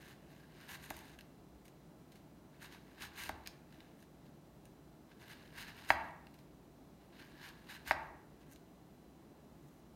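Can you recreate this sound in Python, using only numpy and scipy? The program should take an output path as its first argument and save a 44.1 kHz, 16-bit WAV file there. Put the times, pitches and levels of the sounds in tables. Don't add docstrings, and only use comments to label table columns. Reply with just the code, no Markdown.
import sys
import numpy as np
from scipy import signal
from scipy.io import wavfile

SR = 44100
rng = np.random.default_rng(int(sys.argv[2]) if len(sys.argv) > 2 else 0)


def store_pcm(level_fs):
    pcm = np.round(np.clip(level_fs, -1, 1) * 32767).astype(np.int16)
    wavfile.write(sys.argv[1], SR, np.atleast_2d(pcm).T)


N = 438794
TIME = np.arange(N) / SR
CUTOFF_HZ = 15850


def from_db(db):
    return 10 ** (np.asarray(db) / 20)


def rms_one(x):
    return x / np.sqrt(np.mean(x ** 2) + 1e-20)


def at_hz(points, hz):
    freqs, values = np.array(points).T
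    return np.interp(np.log(hz), np.log(freqs), values)


def add(out, s, sound):
    start = max(round(s * SR), 0)
    out[start:start + len(sound)] += sound[:N - start]


def drift(per_s):
    knots = rng.standard_normal(4096)
    return rms_one(np.interp(TIME * per_s, np.arange(len(knots)), knots))


def butter(x, order, hz, kind):
    return signal.sosfilt(signal.butter(order, hz, kind, fs=SR, output="sos"), x)


def resonate(x, hz, width_hz):
    r = np.exp(-np.pi * width_hz / SR)
    feedback = [1, -2 * r * np.cos(2 * np.pi * hz / SR), r * r]
    return signal.lfilter(np.array([1, 0, -1]) * (1 - r * r) / 2, feedback, x + 1e-18)


def noise_bands(length):
    edges = 22 * 2 ** (np.arange(30) / 3)
    white = rng.standard_normal((2, length + SR // 4))
    for k, (low, high) in enumerate(zip(edges, edges[1:])):
        yield np.sqrt(low * high), butter(white[k % 2], 2, [low, high], "band")[-length:]


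# frequency in Hz, relative density in dB.
VENTILATION = [(25, -20.5), (40, -9.5), (58, 2.5), (90, -9.5), (150, 0.5), (330, -1.5), (480, -11.5),
               (650, -9), (1000, -16.5), (2000, -26), (4000, -30), (8000, -36), (16000, -35)]
# frequency in Hz, rms level of overtones in dB.
WHINE_LEVELS = [(1000, -92), (2000, -91), (3000, -100), (4000, -90.5), (5000, -95), (6000, -91.5),
                (9000, -95.5), (15000, -100)]


def room_tone(air_db=-60, hum_hz=149, hum_db=-70, waver_db=0.8, whine_hz=998.5):
    air = rms_one(sum(from_db(at_hz(VENTILATION, hz)) * band for hz, band in noise_bands(N)))
    hum = resonate(rng.standard_normal(N), hum_hz, width_hz=8)
    hum = rms_one(hum * from_db(waver_db * drift(2.4)))
    whine = 0
    for hz in np.arange(whine_hz, CUTOFF_HZ, whine_hz):
        amplitude = np.sqrt(2) * from_db(at_hz(WHINE_LEVELS, hz))
        whine += amplitude * np.sin(2 * np.pi * (hz * TIME + rng.random()))
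    return from_db(air_db) * air + from_db(hum_db) * hum + whine


def force_curve(age, rise_s, hold_s, sag_db_per_s, rise_db=20, release_db_per_s=379.5):
    early, late = np.maximum(-age, 0), np.maximum(age - hold_s, 0)
    db = -rise_db * early / rise_s - sag_db_per_s * np.maximum(age, 0) - release_db_per_s * late
    return from_db(np.maximum(db, -200))


# start in seconds, length in seconds, level in dB.
CUT_DRAGS = [(0.0, 1.07, -75.5), (2.605, 0.95, -73), (5.212, 0.88, -67), (7.156, 0.91, -70)]
# time of full force, rise and hold in seconds, level in dB, treble against body in dB.
PUSHES_AND_RUSTLE = [(0.015, 0.06, 0.099, -64, -7.5), (0.09, 0.079, 0.028, -61, -8),
                     (0.306, 0.053, 0.12, -69, -8), (0.61, 0.19, 0.044, -62, -10),
                     (0.699, 0.04, 0.051, -51, -5.5), (0.84, 0.08, 0.018, -56.5, -5),
                     (0.9, 0.08, 0.25, -59, -6.5), (2.538, 0.047, 0.03, -74, -14),
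                     (2.625, 0.032, 0.028, -54.5, -7), (2.73, 0.063, 0.024, -59, -11),
                     (2.877, 0.05, 0.032, -75, -10), (3.026, 0.062, 0.026, -49.5, -8),
                     (3.183, 0.06, 0.031, -50.5, -7), (3.224, 0.04, 0.056, -50, -6.5),
                     (3.74, 0.12, 0.18, -70, -11), (4.001, 0.0597, 0.01, -74.5, -2),
                     (4.26, 0.066, 0.005, -72, -9), (5.117, 0.05, 0.005, -67, -14),
                     (5.214, 0.028, 0.0092, -60.5, -9), (5.29, 0.065, 0.043, -57.5, -9.5),
                     (5.38, 0.08, 0.03, -65, -18), (5.585, 0.051, 0.045, -49.5, -9),
                     (5.68, 0.04, 0.019, -54.5, -11), (5.769, 0.05, 0.11, -58, -10.5),
                     (5.9, 0.03, 0.0019, -45, -3.5), (7.02, 0.05, 0.02, -73.5, -15),
                     (7.205, 0.095, 0.014, -57.5, -13), (7.32, 0.05, 0.005, -70, -20),
                     (7.443, 0.093, 0.044, -54, -12), (7.7, 0.037, 0.015, -52, -9.5),
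                     (7.735, 0.05, 0.0202, -54.5, -9.5), (7.874, 0.024, 0.031, -47, -7.5),
                     (8.42, 0.04, 0.011, -71.5, -10), (8.526, 0.06, 0.005, -68, 2.5),
                     (9.678, 0.3, 0.12, -85, 4.5)]


def effort(drag_rise_s=0.05, drag_treble_db=-11, sizzle_power=1.3):
    t = TIME[::20]
    moves = [(force_curve(t - s, rise_s, hold_s, sag_db_per_s=30), db, treble_db)
             for s, rise_s, hold_s, db, treble_db in PUSHES_AND_RUSTLE]
    moves += [(force_curve(t - s, drag_rise_s, length_s, sag_db_per_s=0), db, drag_treble_db)
              for s, length_s, db in CUT_DRAGS]
    body = sum((from_db(db) * force) ** 2 for force, db, _ in moves)
    top = sum((from_db(db + treble_db) * force ** sizzle_power) ** 2 for force, db, treble_db in moves)
    return np.interp(TIME, t, np.sqrt(body)), np.interp(TIME, t, 10 * np.log10(top / body))


def grain_ring(clicks, resonances, low_hz, high_hz):
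    rings = 0
    for hz, width_hz, db in resonances:
        struck = clicks * rng.standard_normal(len(clicks))
        rings += from_db(db) * resonate(resonate(struck, hz, width_hz), hz, width_hz)
    return rms_one(butter(rings, 2, [low_hz, high_hz], "band"))


# centre in Hz, width in Hz, relative level in dB.
BODY_RESONANCES = [(880, 560, -3.5), (1631, 370, 3.5), (2050, 730, -2.5), (2780, 680, -3),
                   (3867, 1100, -5.5), (4877, 1300, -10.5)]
SIZZLE_RESONANCES = [(6400, 1700, 2), (9100, 2100, 0), (12000, 2000, 0), (14300, 3100, -4)]


def fracture(clicks, treble_db, low_hz):
    body = grain_ring(clicks, BODY_RESONANCES, low_hz=low_hz, high_hz=6040)
    sizzle = grain_ring(clicks, SIZZLE_RESONANCES, low_hz=5000, high_hz=19000)
    return body + from_db(treble_db) * sizzle


# frequency in Hz, relative level in a thump in dB, seconds to fall 60 dB.
COUNTER_MODES = [(58.7, -4, .7), (73.6, -3, 0.58), (98, 2, .3), (299, 16.5, 0.033)]


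def counter_rumble():
    push = rng.standard_normal(N)
    return rms_one(sum(resonate(push, hz, width_hz=25) * t60 for hz, _, t60 in COUNTER_MODES))


def crunch(peak_grains_per_s=7000, spread_db=2.0, clump_db=1.2, rumble_db=-12.5):
    level, treble_db = effort()
    chance = np.clip(peak_grains_per_s / SR * np.sqrt(level / level.max()), 1e-3, 1)
    sizes = from_db(spread_db * np.minimum(rng.exponential(1, N), 5) + clump_db * drift(140))
    clicks = (rng.random(N) < chance) * sizes / np.sqrt(chance)
    rumble = from_db(rumble_db) * counter_rumble()
    return level * (fracture(clicks, treble_db, low_hz=600) + rumble)


def loose_specks(per_s=9, peak_db=-55, spread_db=4.0, settle_s=0.5):
    busy = sum((TIME > s) & (TIME < s + length_s + settle_s) for s, length_s, _ in CUT_DRAGS)
    sizes = from_db(spread_db * np.minimum(rng.exponential(1, N), 3))
    clicks = (rng.random(N) < busy * per_s / SR) * sizes
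    ticks = fracture(clicks, treble_db=-6, low_hz=1500)
    return from_db(peak_db) * ticks / np.abs(ticks).max()


# time in seconds,
# peak in dB, treble against body in dB before the lift, seconds for the trickle to fall 20 dB.
CRUMB_SNAPS = [(0.9037, -30.5, -2.5, 0.013), (0.967, -40.5, 7, 0.012), (0.99, -42.5, 2, 0.007),
               (1.1889, -42.5, -11, 0.018), (1.2091, -42.5, -9, 0.015), (1.654, -51, -2, 0.044),
               (1.6805, -50, -3, 0.02), (2.1206, -53, -5, 0.034), (2.157, -52, -6, 0.054),
               (3.0212, -35.5, -9, 0.022), (3.2366, -36.5, -3, 0.014), (3.292, -34, -5, 0.006),
               (3.462, -42, -15, 0.028), (3.4734, -32, -4.5, 0.0063), (3.7247, -54.5, -9, 0.014),
               (3.8042, -46, -17, 0.01), (4.026, -52.5, -6, 0.02), (4.6544, -51, 0, 0.026),
               (5.5525, -52.5, -10, 0.016), (5.9029, -36.5, -1, 0.014), (6.269, -50, -14, 0.007),
               (6.342, -53, -5, 0.031), (6.3895, -53.5, -7, 0.05), (7.489, -41, -9, 0.012),
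               (7.9096, -25.5, -16, 0.0094), (7.9176, -33, -12, 0.008), (8.560, -50.5, -5, 0.017)]


def crumb_snaps(treble_lift_db=1.5, snap_s=0.00056, rubble_db=-5, lead_share=0.25):
    out = np.zeros(N)
    t = TIME[:SR // 8] - TIME[SR // 40]
    snap = (t >= 0) * np.exp(-np.abs(t) / snap_s)
    for s, peak_db, treble_db, crumble_s in CRUMB_SNAPS:
        from_snap = np.maximum(t, -t / lead_share) / crumble_s
        rubble = (rng.random(len(t)) < .2) * from_db(rubble_db - 20 * from_snap)
        crumb = fracture(snap + rubble, treble_db + treble_lift_db, low_hz=1900)
        add(out, s + t[0], from_db(peak_db) * crumb / np.abs(crumb).max())
    return out


# frequency in Hz at pitch ratio 1,
# relative level in dB, seconds to fall 60 dB.
BOARD_MODES = [(689.6, -7.5, .045), (802.5, 6, 0.015), (899, 4, 0.019), (1080, -8, 0.0288), (1706, 0, .02),
               (1857, -6, 0.028), (1950, 8, 0.011), (2173, -2, 0.021), (2680, -9.5, 0.031),
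               (3450, -6.5, 0.009), (4160, -6.5, 0.01), (4850, -6, .012)]
# start in seconds, peak of the knock in dB,
# contact cut-off in Hz, pitch ratio of the board, gain of the counter thump in dB.
BLADE_LANDINGS = [(0.9066, -33, 1300, 0.946, -60.5), (3.2933, -28, 1600, 0.952, -56.5),
                  (5.9032, -9, 3700, 0.99, -51), (7.9096, -13.5, 2450, 0.97, -55)]


def board_knocks(travel_s=0.00028, vary_db=0.42, radiation_hz=610):
    out, t = np.zeros(N), TIME[:SR]
    lowest_hz = BOARD_MODES[0][0]
    thump = sum(from_db(db - 60 * t / t60) * np.sin(2 * np.pi * hz * t) for hz, db, t60 in COUNTER_MODES)
    for s, peak_db, contact_hz, pitch, thump_db in BLADE_LANDINGS:
        knock = 0
        for hz, db, t60 in BOARD_MODES:
            age = np.maximum(t - travel_s * np.sqrt(lowest_hz / hz), 0)
            strength = from_db(db - vary_db * rng.standard_normal()) / np.sqrt(1 + (hz / contact_hz) ** 4)
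            swell = 1 - np.exp(-age * hz)
            knock += strength * swell * np.sin(2 * np.pi * pitch * hz * age) * from_db(-60 * age / t60)
        knock = butter(knock, 8, radiation_hz * pitch, "high")
        add(out, s, from_db(peak_db) * knock / np.abs(knock).max() + from_db(thump_db) * thump)
    return out


# frequency in Hz, relative level of the tail in dB.
KITCHEN_COLOUR = [(60, 3.5), (340, 3.5), (500, 2), (700, -3.5), (1050, 2), (1700, -5.5), (2400, -3.5),
                  (3100, -2.5), (4300, 1), (5700, 1.5), (16000, -6)]
# frequency in Hz, seconds to fall 60 dB.
KITCHEN_DECAY = [(60, 0.65), (800, 0.71), (1500, 0.69), (2400, 0.58), (5000, 0.27), (16000, .22)]


def kitchen_ring(x, wet_db=-4.5, build_s=0.0027):
    t = TIME[:SR]
    tail = sum(band * from_db(at_hz(KITCHEN_COLOUR, hz) - 60 * t / at_hz(KITCHEN_DECAY, hz))
               for hz, band in noise_bands(len(t)))
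    build = 1 - np.exp(-(t / build_s) ** 2)
    return from_db(wet_db) * signal.fftconvolve(x, tail * build / np.sqrt(SR / 20))[:N]


def scene():
    cutting = crunch() + crumb_snaps() + loose_specks() + board_knocks()
    return (cutting + kitchen_ring(cutting) + room_tone())[None]


def record(dry, bass_hz=34):
    thin = butter(dry, 3, bass_hz, "high")
    return signal.sosfilt(signal.ellip(12, .1, 80, CUTOFF_HZ, fs=SR, output="sos"), thin)


dry = scene()
out = record(dry)
store_pcm(out)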